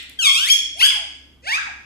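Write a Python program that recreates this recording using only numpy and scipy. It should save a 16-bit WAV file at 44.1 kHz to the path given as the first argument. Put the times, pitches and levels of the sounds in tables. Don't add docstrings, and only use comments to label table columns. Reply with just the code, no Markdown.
import sys
import numpy as np
from scipy import signal
from scipy.fft import rfft, irfft
from scipy.io import wavfile
from scipy.ndimage import uniform_filter1d, minimum_filter1d

SR = 44100
rng = np.random.default_rng(int(sys.argv[2]) if len(sys.argv) > 2 else 0)


def master(y):
    cut = np.clip(np.atleast_2d(y).T, -1, 1)
    pcm = np.round(cut * 32767)
    wavfile.write(sys.argv[1], SR, pcm.astype(np.int16))


N = 81585
LEAD = SR // 4
EDGE_HZ = 14900


def amp(db):
    return 10 ** (np.asarray(db) / 20)


def unit(x):
    return x / np.sqrt(np.mean(x ** 2) + 1e-20)


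def read(points, hz):
    f, value = np.transpose(points)
    return np.interp(np.log(hz + 1), np.log(f + 1), value)


def add(mix, s, sound):
    part = mix[LEAD + round(s * SR):][:len(sound)]
    part += sound[:len(part)]


def wobble(t, hz, count=1):
    knots = rng.standard_normal((count, 1024))
    position = 2 * hz * (t - t[0])
    return np.array([np.interp(position, np.arange(len(row)), row) for row in knots])


HARMONICS = 16
ATTACK_S, RELEASE_S = .003, .006
JITTER, JITTER_HZ = .004, 350
SHIMMER, SHIMMER_HZ = .12, 200.9
FLUTTER_DB, FLUTTER_HZ = 3.5, 45
RASP_HZ = 414.8
SOFT_TILT, SOFT_TILT_ABOVE_HZ = .24, 1600
CLOSING_S = .023


def call(curve, throat, rasp_db, closing_db=0):
    s, pitch, level = np.transpose(curve)
    t = np.arange(s[0], s[-1], 1 / SR)
    hz, effort = np.interp(t, s, pitch), np.interp(t, s, level)
    unsteady_hz = hz * (1 + JITTER * wobble(t, JITTER_HZ)[0])
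    phase = 2 * np.pi * np.cumsum(unsteady_hz) / SR

    k = np.arange(1, HARMONICS + 1)[:, None]
    flutter_depth = FLUTTER_DB * np.clip((k - 2) / 2, 0, 1)
    flutter = flutter_depth * wobble(t, FLUTTER_HZ, count=len(k))
    octaves_above = np.log2(np.maximum(k * hz / SOFT_TILT_ABOVE_HZ, 1))
    soft_tilt = SOFT_TILT * (level.max() - effort) * octaves_above
    closed = np.clip((t - t.mean()) / CLOSING_S, 0, 1)
    closing = closing_db * closed * np.log2(k)

    gains = amp(read(throat, k * hz) + flutter + soft_tilt + closing) * (k * hz < EDGE_HZ)
    gains /= np.sqrt((gains ** 2).sum(0) / 2)
    rasp = amp(rasp_db) * np.sqrt(k) * wobble(t, RASP_HZ, count=len(k))
    voice = (gains * np.sin(k * phase + rasp)).sum(0)

    fade_in = np.clip((t - s[0]) / ATTACK_S, 0, 1)
    fade_out = np.clip((s[-1] - t) / RELEASE_S, 0, 1)
    shimmer = 1 + SHIMMER * wobble(t, SHIMMER_HZ)[0]
    return s[0], voice * fade_in * fade_out * amp(effort) * shimmer


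# (time [s], pitch [Hz], level before the room [dB])
SCREECH_GLIDE = [(.188, 1670, -23), (.2, 1580, -22), (.222, 1400, -23), (.245, 1260, -18),
                 (.272, 1115, -11), (.295, 1070, -17), (.325, 1075, -22), (.36, 1235, -21), (.4, 1470, -23),
                 (.445, 1670, -21), (.465, 1850, -26), (.482, 2170, -26), (.491, 2330, -19),
                 (.502, 2560, -22)]
# (frequency [Hz], relative level [dB])
SCREECH_COLOUR = [(1050, -16), (1600, -10), (2300, -4.5), (3250, 6), (4100, -13), (5300, -12), (6600, -16),
                  (8500, -18.5), (11000, -25.5), (14000, -35)]
# (time [s], pitch [Hz], level before the room [dB])
WHISTLE_GLIDE = [(.498, 1030, -15), (.509, 1080, -8), (.524, 1116, -10), (.54, 1122, -19)]
# (frequency [Hz], relative level [dB])
WHISTLE_COLOUR = [(1100, -50), (2200, -29), (3050, 0), (3400, 0), (4400, -23), (5600, -14), (6700, -15),
                  (7900, -25), (8800, -32), (9400, -20), (10100, -20), (11300, -20), (14000, -34)]
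SCREECH_DIRECT_DB = [3.5, .5]


def screech():
    climb = room(*call(SCREECH_GLIDE, SCREECH_COLOUR, rasp_db=-45), SCREECH_DIRECT_DB)
    whistle = room(*call(WHISTLE_GLIDE, WHISTLE_COLOUR, rasp_db=-42), SCREECH_DIRECT_DB)
    return climb + whistle


# (time [s], pitch [Hz], level before the room [dB])
SQUAWK_GLIDE = [(.75, 560, -57.5), (.785, 756.7, -37), (.802, 874, -23), (.813, 1014, -15.5),
                (.82, 1310, -16.5), (.83, 1499, -9), (.843, 1641, -9), (.865, 1710, -14.5),
                (.888, 1580, -29), (.9, 1324, -29), (.913, 1128, -25), (.935, 977, -33.5),
                (.965, 817, -35.5), (1.0, 683, -48.5), (1.06, 593, -58)]
# (frequency [Hz], relative level [dB])
SQUAWK_COLOUR = [(600, 33.5), (900, -6.5), (1300, -3), (1650, -11), (2100, 8.5), (3150, 9.5), (4000, -6),
                 (5100, -5), (6600, -13), (8300, -13), (11000, -15.5), (14000, -31)]


def squawk():
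    voice = call(SQUAWK_GLIDE, SQUAWK_COLOUR, rasp_db=-26, closing_db=-7.5)
    return room(*voice, direct_db=[3, 0])


# (time [s], pitch [Hz], level before the room [dB])
YELP_GLIDE = [(1.42, 469.5, -68), (1.44, 507.5, -49), (1.46, 655, -40), (1.475, 756, -28),
              (1.495, 887, -24.5), (1.518, 961, -24.5), (1.526, 1099, -19.5), (1.54, 1166, -20),
              (1.562, 1286, -25.5), (1.578, 1322, -29), (1.587, 1672, -26), (1.615, 1615, -33),
              (1.65, 1290, -43.5), (1.672, 894, -37), (1.705, 652, -51.5)]
# (frequency [Hz], relative level [dB])
YELP_COLOUR = [(500, 8.5), (800, -4), (1150, -11.5), (1700, 2.5), (2300, 2), (3200, -7.5), (4500, -13),
               (6000, -18), (8000, -23), (11000, -33), (14000, -38.5)]


def yelp():
    voice = call(YELP_GLIDE, YELP_COLOUR, rasp_db=-36, closing_db=-12.5)
    return room(*voice, direct_db=[2, 2.5])


EARLIER_S, EARLIER_HZ, EARLIER_DB = .07, 1512, -32.5
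EARLIER_GLIDE = .4
# (frequency [Hz], relative level [dB])
EARLIER_COLOUR = [(1100, -33), (1600, -20.5), (2200, -6), (2900, -9), (3500, -1.5), (4200, -16),
                  (5600, -29), (7000, -27), (8300, -17.5), (10000, -55), (14000, -32)]


def earlier_call():
    start = (-EARLIER_S, EARLIER_HZ * (1 + EARLIER_GLIDE), EARLIER_DB)
    end = (0, EARLIER_HZ * (1 - EARLIER_GLIDE), EARLIER_DB)
    return room(*call([start, end], EARLIER_COLOUR, rasp_db=-4), SCREECH_DIRECT_DB)


# (time [s], level before the high-pass and the room [dB])
TICK_HITS = [(0.0293, -34.5), (0.0967, -31.5)]
TICK_DECAY_S, TICK_LOW_HZ = .0009, 5000


def ticks():
    high_pass = signal.butter(2, TICK_LOW_HZ, "high", fs=SR, output="sos")
    t = np.arange(400) / SR
    heard = np.zeros((2, N))
    for s, db in TICK_HITS:
        snap = rng.standard_normal(len(t)) * np.exp(-t / TICK_DECAY_S)
        heard += room(s, amp(db) * signal.sosfilt(high_pass, snap), direct_db=[3, 3])
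    return heard


# (frequency [Hz], time to fall by 60 dB [s])
ROOM_DECAY = [(300, 0.15), (800, 0.48), (2000, 0.73), (3300, 0.6), (5500, 0.65), (9000, 0.52),
              (14000, 0.19)]
# (delay [s], left gain [linear], right gain [linear])
WALL_ECHOES = [(.0019, .25, .2), (.0051, -.2, .3), (.0087, .25, -.2), (.0125, .15, .2)]
TAIL_DB = -3.5
TAIL_DELAY_S = .007
EAR_LAG_S = .00046


def room(s, sound, direct_db):
    dry = np.zeros(LEAD + N)
    add(dry, s, sound)
    hz, t, spectrum = signal.stft(rng.standard_normal((2, SR)), SR, nperseg=256)
    decay = amp(-60 * t / read(ROOM_DECAY, hz)[:, None])
    tail = signal.istft(spectrum * decay, SR, nperseg=256)[1]
    tail *= np.clip(np.arange(tail.shape[1]) / SR / TAIL_DELAY_S - 1, 0, 1)
    response = amp(TAIL_DB) * tail / np.linalg.norm(tail, axis=1, keepdims=True)
    response[[0, 1], [0, round(EAR_LAG_S * SR)]] += amp(direct_db)
    for delay, left, right in WALL_ECHOES:
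        response[:, round(delay * SR)] += [left, right]
    return signal.fftconvolve(dry[None], response, axes=1)[:, LEAD:LEAD + N]


# (frequency [Hz], relative level per Hz [dB])
RUMBLE_COLOUR = [(20, -8), (60, -1), (95, -8), (140, -5), (185, -12), (270, -3), (420, -15), (800, -20),
                 (2000, -27), (5000, -35), (14000, -39)]
RUMBLE_DB = -57.5
RUMBLE_SIDE = .42
HUM_HZ, HUM_DB = 69, -56


def room_tone():
    colour = amp(read(RUMBLE_COLOUR, np.fft.rfftfreq(N, 1 / SR)))
    mid, side = unit(irfft(rfft(rng.standard_normal((2, N))) * colour, N))
    rumble = np.array([mid + RUMBLE_SIDE * side, mid - RUMBLE_SIDE * side])
    hum = np.sqrt(2) * np.sin(2 * np.pi * HUM_HZ * np.arange(N) / SR)
    return amp(RUMBLE_DB) * rumble + amp(HUM_DB) * hum


def scene():
    birds = screech() + squawk() + yelp() + earlier_call()
    return birds + ticks() + room_tone()


CEILING = .92


def record(dry):
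    gain = CEILING / np.maximum(abs(dry).max(0), CEILING)
    held = dry * uniform_filter1d(minimum_filter1d(gain, size=201), size=201)
    low_pass = signal.firwin(255, EDGE_HZ, window=("kaiser", 9), fs=SR)
    return signal.oaconvolve(held, low_pass[None], "same")


dry = scene()
out = record(dry)
master(out)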